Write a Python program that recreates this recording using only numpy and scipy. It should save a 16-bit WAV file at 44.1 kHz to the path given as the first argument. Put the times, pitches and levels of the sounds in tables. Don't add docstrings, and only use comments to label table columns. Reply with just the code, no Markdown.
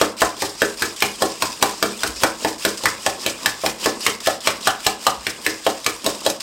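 import sys
import numpy as np
from scipy import signal
from scipy.fft import rfft, irfft
from scipy.io import wavfile
from scipy.ndimage import uniform_filter1d

SR = 44100
rng = np.random.default_rng(int(sys.argv[2]) if len(sys.argv) > 2 else 0)


def gain_from_db(level_db):
    decades = np.asarray(level_db, float) / 20
    return 10 ** decades


def to_wav(s):
    ch = np.atleast_2d(s).T
    pcm = np.round(np.clip(ch, -1, 1) * 32767)
    wavfile.write(sys.argv[1], SR, pcm.astype(np.int16))


N = 283122

# time in seconds, hiss at full speed in dB, hiss at the turn in dB,
# lead of the turn ahead of the blow in seconds.
WRIST = [(0, -26.5, -34, .065), (.22, -24.5, -39, 0.048), (.42, -27, -36.5, 0.063), (1.02, -29, -35, 0.045),
         (1.6, -28, -35.5, 0.017), (1.83, -32.5, -34, 0.051), (2.03, -29.5, -32, 0.039),
         (2.45, -28, -37, 0.061), (2.85, -28, -34.5, 0.061), (3.06, -29.5, -37, 0.087),
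         (4.06, -28, -38, 0.079), (4.3, -27, -38, 0.049), (4.87, -29.5, -41, 0.082),
         (5.27, -34.5, -41.5, 0.089), (5.67, -32.5, -39.5, 0.043), (5.86, -34, -40, 0.04),
         (6.26, -29, -38.5, 0.033), (6.47, -23, -39.5, 0.063)]
# frequency in Hz, level in dB.
HISS = [(2500, -5.5), (4000, -2.5), (5000, 0.5), (8500, -3.5), (10000, -11), (13000, -14), (16000, -18)]
# frequency in Hz, level in dB.
GRIND = [(900, 1.5), (1500, -9.5), (2200, 1), (3000, 9.5), (4300, -12), (6000, -10)]
# frequency in Hz, level in dB.
SLOSH = [(90, -40), (200, 6), (300, 5), (500, 1), (750, 0), (1100, 1.5), (1600, -12), (2600, -63)]
# frequency in Hz, width in Hz, level in dB.
SPOON_MODES = [(4970, 300, -3), (6230, 200, -5), (8200, 300, -5)]
# frequency in Hz, width in Hz, level in dB.
BOWL_MODES = [(1270, 60, -57), (1470, 4.3, -95), (1742, 61, 5.5), (2160, 70, -30), (3420, 36, -22)]
# frequency in Hz, width in Hz, level in dB.
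CAVITY_MODES = [(549, 30, -2.5), (771, 66, 2.5), (1036, 110, -8)]
# landing in seconds, depth of the lull in dB.
LIFTS = [(.167, 13), (.365, 2.5), (.772, 5.5), (.963, 8), (2.16, 7), (2.582, 8), (2.773, 6), (3.195, 3),
         (3.601, 1), (4.0, 1.5), (4.203, 11), (4.405, 12), (4.61, 0), (4.806, -5.5), (5.19, 0), (5.8, 2),
         (6.202, 2), (6.4, 12.5)]
# start in seconds, crack peak in dB, clack pitch in
# Hz, clack level relative to the crack in dB, grind of the edge swinging in, in dB.
STROKE_ROWS = [(0.0133, -4, 1470, -7, -30), (0.2178, -4.5, 1320, -5, -28), (0.4207, -8, 1670, -19, -46),
               (0.6182, -8, 1570, -4.5, -42), (0.8212, -7, 1660, -7.5, -36),
               (1.0225, -3.5, 2370, -6.5, -28), (1.2211, -6, 1900, -22, -37),
               (1.4217, -4.5, 2500, -16, -42), (1.6253, -2, 2860, -10.5, -32),
               (1.8263, -4.5, 1380, -7.5, -43), (2.033, -7, 1470, -8.5, -35.5),
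               (2.2341, -1, 1480, -11.5, -28), (2.4471, -8.5, 1910, -9.5, -42),
               (2.65, -4.5, 1540, -10.5, -33), (2.8558, -4.5, 1800, -5.5, -57),
               (3.0631, -1.5, 2850, -14, -43),
               (3.2623, -4, 2630, -8.5, -37), (3.459, -1, 1720, -11.5, -42), (3.6615, -6, 2430, -10, -33),
                 (3.8588, -5, 1750, -13, -29), (4.0644, -3.5, 2160, -6, -32), (4.2707, -4, 1940, -16, -30),
                 (4.4723, -1.5, 2360, -7.5, -30), (4.6719, -3.5, 1416, -8.5, -31.5),
                 (4.8652, -3, 2830, -10, -32.5), (5.0665, -4, 3030, -11, -34), (5.267, -8.5, 2220, -6, -42),
                 (5.464, -6.5, 2060, -5, -35), (5.665, -9.5, 3140, -5.5, -39), (5.863, -4, 2310, -11, -44),
                 (6.0623, -5.5, 3340, -20, -31.5), (6.2626, -5.5, 3240, -14, -39)]
STROKES = STROKE_ROWS
# frequency in Hz, level in dB.
CRACK = [(2500, -7), (4000, 2), (6500, -5.5), (8400, -1.5), (10000, -14.5), (12500, -9), (15500, -15),
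         (17000, -60)]
# air pocket peak in dB, pocket pitch in
# Hz, slosh ahead of the spoon in dB, weight on the worktop in dB.
SLAP_ROWS = [(-6, 540, -37, 2.5), (-2.5, 664, -41, -3), (-8, 696, -46, -2.5), (-10, 550, -47, 3),
             (-14, 1190, -35, -2.3), (-7.5, 720, -48, -3), (-4, 767, -32.5, 4.5), (-9, 974, -34, -7.5),
             (-5, 714, -32, -2.5), (-7.5, 530, -42, 4), (-14.5, 1220, -35.5, -3.5), (-3, 650, -44, 3.5),
             (-6.5, 536, -39.5, 2), (-12.5, 600, -45, 2), (-13, 930, -43, -4), (-7, 710, -41, -2.5),
             (-16.5, 540, -34.5, -2.5), (-14, 810, -32.5, -6), (-13, 740, -56, 0.5),
               (-7.5, 660, -33, 6.5), (-13.5, 1050, -36, -0.5), (-4.5, 724, -60, -1.5), (-7, 840, -38, 0),
               (-4, 750, -42, -5.5), (-8, 770, -43, -2), (-5.5, 794, -42, -2.5), (-21, 440, -46, 0),
               (-21.5, 510, -40, -0.3), (-4, 676, -45, 3), (-12, 1170, -43.5, 2.5), (-8.5, 606, -31, 4.5),
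               (-9.5, 560, -28.5, 3.5)]
SLAPS = SLAP_ROWS
# start in seconds, peak in dB, pocket pitch in Hz.
EARLY_SLAPS = [
    (2.221, -23, 590),
    (2.837, -15, 540),
    (3.636, -13.5, 594),
]
# frequency in Hz, width in Hz, level in dB.
LOW_ROOM_MODES = [(50, 4.7, -6), (69.6, 6.5, -1), (97.4, 5.2, 7.5), (121.7, 6.4, -1.5), (163, 4, -36),
                  (163.6, 5.6, 4.5)]
# frequency in Hz, width in Hz, level in dB.
ROOM_MODES = [(201.3, 5.4, 0), (231.2, 3.5, 1), (257, 11, -20), (297.2, 9.3, 5), (321, 6.1, 5),
              (341.4, 8.2, 2), (386, 31, -4), (408.5, 9, 2), (462, 32, 0.5), (492.6, 20, -0.5)]
# centre in Hz, time to fall 60 dB in seconds, level in dB.
REVERBERATION = [(547, 0.23, -15.5), (927, 0.3, -8.5), (2500, 0.34, -11), (5970, 0.059, -5),
                 (12600, 0.17, -3)]
# delay in seconds, level in dB.
ECHOES = [
    (.0072, -11),
    (0.0154, -11),
    (0.0245, -21.5),
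]
# start in seconds, peak in dB, pitch in Hz,
# decay in seconds (half the time constant).
SQUEAKS = [(.195, -26, 4300, 0.0066), (.822, -13, 1670, .005), (2.857, -14, 1910, 0.0059),
           (1.024, -18.5, 2960, 0.0077), (1.185, -30.5, 2870, 0.0068), (2.208, -27, 3500, 0.0072),
           (2.235, -16, 1485, 0.02), (3.81, -24, 4950, 0.0051), (3.825, -26, 2950, .007),
           (4.008, -22, 5000, .012), (4.028, -27, 3070, .007), (4.067, -17, 2920, 0.011),
           (4.436, -29, 3050, 0.01), (4.625, -26, 4130, 0.007), (4.675, -18, 1506, .02),
           (4.677, -18, 3050, 0.014), (4.868, -26, 2850, 0.011)]
# start in seconds, peak in dB.
BUMPS = [
    (0.22, -33),
    (2.079, -30),
    (2.149, -38),
    (4.549, -53),
    (5.169, -37),
]
# start in seconds, peak in dB.
TOUCHES = [(0.7437, -36), (1.0037, -6), (2.074, -4.5), (2.632, -17), (2.69, -7), (2.7286, -28),
           (2.8355, -4), (3.6037, -32), (3.82, -22), (4.0058, -10), (4.0452, -11), (4.0995, -10),
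           (4.61, -18), (4.8077, -18), (4.8465, -6), (5.0509, -14), (5.65, -13), (5.844, -7.5),
           (5.901, -23), (6.043, -7), (6.1736, -28), (6.2036, -17), (6.3, -1), (6.404, -10)]

FASTEST_S, STROKE_S = 0.008, 0.203
TURN_GRIND_DB, TURN_SLOSH_DB = -59.5, -43
TURN_GRIND_SLOPE = 2.4
THUMP_DB, THUMP_DB_PER_S = -24, -1.33


def colour(x, points):
    hz, db = np.transpose(points)
    f = np.maximum(np.arange(len(x) // 2 + 1) * SR / len(x), 1)
    gain = gain_from_db(np.interp(np.log(f), np.log(hz), db))
    y = irfft(rfft(x) * gain, len(x))
    return y / np.std(y)


def ring(x, modes):
    out = 0
    for k, (hz, width, db) in enumerate(modes):
        out = out + (-1) ** k * gain_from_db(db) * signal.lfilter(*signal.iirpeak(hz, hz / width, SR), x)
    return out


def band(x, lo_hz, hi_hz):
    y = signal.sosfilt(signal.butter(2, [lo_hz, hi_hz], "band", fs=SR, output="sos"), x)
    return y / np.abs(y).max()


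def wander(values, hold):
    return uniform_filter1d(np.repeat(values, hold)[:N], hold)


def grains(rate, spread_db):
    hold = int(SR / rate)
    size = gain_from_db(spread_db * np.minimum(rng.exponential(size=N // hold + 1), 4))
    x = wander(size, hold) * rng.standard_normal(N)
    return x / np.std(x)


def add(track, s, sound):
    i = int(s * SR)
    track[i:i + len(sound)] += sound[:len(track) - i]


def swing():
    s, grind_db = np.array(STROKES)[:, [0, 4]].T
    s, grind_db = np.append(s, s[-1] + STROKE_S), np.append(grind_db, grind_db[-1])
    slosh_db = np.append(np.array(SLAPS)[:, 2], TURN_SLOSH_DB)
    wrist = np.array(WRIST).T
    fast_db, turn_db, lead_s = (np.interp(s, wrist[0], column) for column in wrist[1:])
    times = np.ravel([s - lead_s, s - FASTEST_S], "F")

    def gain(low_db, top_db):
        levels = np.ravel([low_db + 0 * s, top_db], "F")
        return gain_from_db(np.interp(np.arange(N) / SR, times, levels))

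    turn_grind_db = TURN_GRIND_DB + TURN_GRIND_SLOPE * (turn_db - turn_db.mean())
    return gain(turn_db, fast_db), gain(turn_grind_db, grind_db), gain(TURN_SLOSH_DB, slosh_db)


def patchy(x, rate, patchy_db, speed):
    out, hold = 0, int(SR / rate)
    for n, hz in enumerate(1300 * 1.41 ** np.arange(8)):
        walk = wander(rng.standard_normal(N // hold + 1), hold)
        sos = signal.butter(1, [hz / 1.19, hz * 1.19], "band", fs=SR, output="sos")
        out = out + gain_from_db(patchy_db * walk) * speed ** (0.036 * n) * signal.sosfilt(sos, x)
    return out


def flecks():
    out = np.zeros(N)
    per_s, low_hz, octaves, glide = 260, 2260, 1.6, 0.18
    for when, pitch, size, length in rng.random((int(per_s * N / SR), 4)):
        hz = low_hz * 2 ** (octaves * pitch)
        cycles = 10 * (0.33 + 2 * length ** 2)
        turns = np.arange(int(4 * cycles * SR / hz)) * hz / SR
        age = turns / cycles
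        chirp = np.sin(2 * np.pi * turns * (1 + glide * age / 8)) * age * np.exp(-2 * age)
        uneven_db = -4.0 * np.log(1 - 0.9 * size)
        add(out, when * N / SR, gain_from_db(uneven_db) * chirp)
    return out / np.std(out)


def lifts():
    t, db = np.arange(N) / SR, np.zeros(N)
    for s, depth_db in LIFTS:
        since = np.clip(t - s, -0.1, 0.1)
        db += depth_db * np.where(since < 0, -np.exp(since / 0.033), 0.61 * np.exp(-since / 0.016))
    return gain_from_db(db)


def drag():
    grit = grains(400, spread_db=2.0)
    hiss = colour(grit, HISS) + gain_from_db(5.0) * ring(grit, SPOON_MODES)
    grind = colour(grains(300, spread_db=3.0), GRIND)
    wet = colour(grains(120, spread_db=3.5), SLOSH)
    rumble_points = [(22, -25), (40, 9), (70, -6), (115, -4.0), (150, 3), (300, -26)]  # (Hz, dB)
    rumble = colour(rng.standard_normal(N), rumble_points)
    speed, bite, surge = swing()
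    steel = gain_from_db(0.5) * speed * hiss + gain_from_db(3.0) * bite * (grind + ring(grind, BOWL_MODES))
    steel = patchy(steel, rate=25, patchy_db=2.6, speed=speed / gain_from_db(-38))
    steel = steel + gain_from_db(-4.5) * speed * flecks()
    egg = surge * (wet + ring(wet, CAVITY_MODES))
    return gain_from_db(-4.0) * lifts() * steel + gain_from_db(-0.5) * egg + gain_from_db(-56.5) * rumble


def strokes():
    out, t = np.zeros(N), np.arange(SR // 8) / SR
    contact = (1 - np.exp(-t / 0.0005)) ** 2 * np.exp(-t / 0.0014)
    skid = (1 - np.exp(-t / 0.0006)) ** 2 * (np.exp(-t / 0.0016) + 0.1 * np.exp(-t / 0.009))
    for s, db, hz, clack_db, _ in STROKES:
        noise = rng.standard_normal((4, len(t)))
        crack = colour(noise[0], CRACK) * skid
        wide = band(noise[1] * (contact + 0.13 * np.exp(-t / 0.013)), 1310, 2920)
        flex = np.sin(2 * np.pi * hz * t) * (1 - np.exp(-t / 0.0003)) * np.exp(-t / 0.0018)
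        rattle = band(noise[2] * np.exp(-t / 0.015), 0.823 * hz, 1.267 * hz)
        clack = 1.31 * wide + 2.26 * flex + 0.48 * rattle
        rebound = colour(noise[3], HISS) * np.exp(-((t - 0.036) / 0.011) ** 2)
        blow = crack / np.abs(crack).max() + gain_from_db(clack_db) * clack
        add(out, s, gain_from_db(db + 0.5) * blow + gain_from_db(-27.5) * rebound)
    return out


def slaps():
    wet, push, boom = np.zeros(N), np.zeros(N), np.zeros(N)
    t = np.arange(SR // 8) / SR
    blows = [(stroke[0], db, hz, weight_db) for stroke, (db, hz, _, weight_db) in zip(STROKES, SLAPS)]
    for s, db, hz, weight_db in blows + [(*row, -5) for row in EARLY_SLAPS]:
        noise = rng.standard_normal((2, len(t)))
        pocket = np.sin(2 * np.pi * hz * (0.99 * t + 9 * t ** 2))
        pocket = pocket * (1 - np.exp(-t / 0.0004)) * np.exp(-t / 0.0021)
        froth = band(noise[0] * np.exp(-t / 0.0057), 0.57 * hz, 1.67 * hz)
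        add(wet, s + 0.00035, gain_from_db(db - 2.0) * (1.33 * pocket + 0.86 * froth))
        shove = np.sin(2 * np.pi * 330 * t) * np.exp(-t / 0.0015)
        shudder = band(noise[1] * np.exp(-t / 0.028), 164, 633)
        add(push, s, gain_from_db(THUMP_DB + THUMP_DB_PER_S * s + weight_db) * (shove + 0.31 * shudder))
        add(boom, s, gain_from_db(-0.6 * s + 0.049 * db) * np.exp(-t / 0.0018))
    egg = wet + gain_from_db(4.5) * ring(wet, CAVITY_MODES)
    thump = gain_from_db(3.0) * push + gain_from_db(23.0) * ring(push, ROOM_MODES)
    return egg + thump + gain_from_db(-14.5) * ring(boom, LOW_ROOM_MODES)


def kitchen(x):
    t = np.arange(SR // 2) / SR
    tail = np.zeros(len(t))
    for hz, t60, db in REVERBERATION:
        fade = np.exp(-np.log(1000) * t / t60) * (1 - np.exp(-(t / 0.0013) ** 2))
        part = band(rng.standard_normal(len(t)), hz / 1.694, hz * 1.6) * fade
        tail += gain_from_db(db - 5.0) * part / np.sqrt(np.sum(part ** 2))
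    for s, db in ECHOES:
        add(tail, s, gain_from_db(db) * signal.firwin(31, 3500, fs=SR))
    return x + signal.fftconvolve(x, tail)[:N]


def squeaks():
    out, t = np.zeros(N), np.arange(SR // 6) / SR
    for s, db, hz, swell_s in SQUEAKS:
        envelope = (1 - np.exp(-t / 0.003)) * np.exp(-t / swell_s / 2)
        swell = rng.standard_normal(len(t)) * envelope
        add(out, s, gain_from_db(db) * band(swell, hz * (1 - 0.075), hz * (1 + 0.075)))
    return out


def bumps():
    out, t = np.zeros(N), np.arange(SR // 8) / SR
    thud = np.sin(2 * np.pi * 60 * t) * t / 0.024 * np.exp(1 - t / 0.016)
    for s, db in BUMPS:
        add(out, s, gain_from_db(db) * thud)
    return out


def touches():
    out, t = np.zeros(N), np.arange(SR // 50) / SR
    for s, db in TOUCHES:
        burst = rng.standard_normal(len(t)) * t * np.exp(-t / 0.0013)
        add(out, s, gain_from_db(db - 9.5) * band(burst, 2200, 9800))
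    return out


def scene():
    blows = strokes() + slaps()
    struck = blows + gain_from_db(-8.0) * ring(blows, BOWL_MODES) + touches()
    return (drag() + kitchen(struck) + squeaks() + bumps())[None]


def roll_off(x):
    return signal.sosfilt(signal.butter(12, 16640, fs=SR, output="sos"), x)


def record(dry):
    low_cut = signal.butter(3, 38, "high", fs=SR, output="sos")
    high_cut = signal.ellip(8, 0.2, 60, 15900, fs=SR, output="sos")
    heard = signal.sosfilt(low_cut, np.clip(dry, -1, 1))
    heard = signal.sosfilt(high_cut, heard)
    return roll_off(np.clip(heard, -1, 1))


dry = scene()
out = record(dry)
to_wav(out)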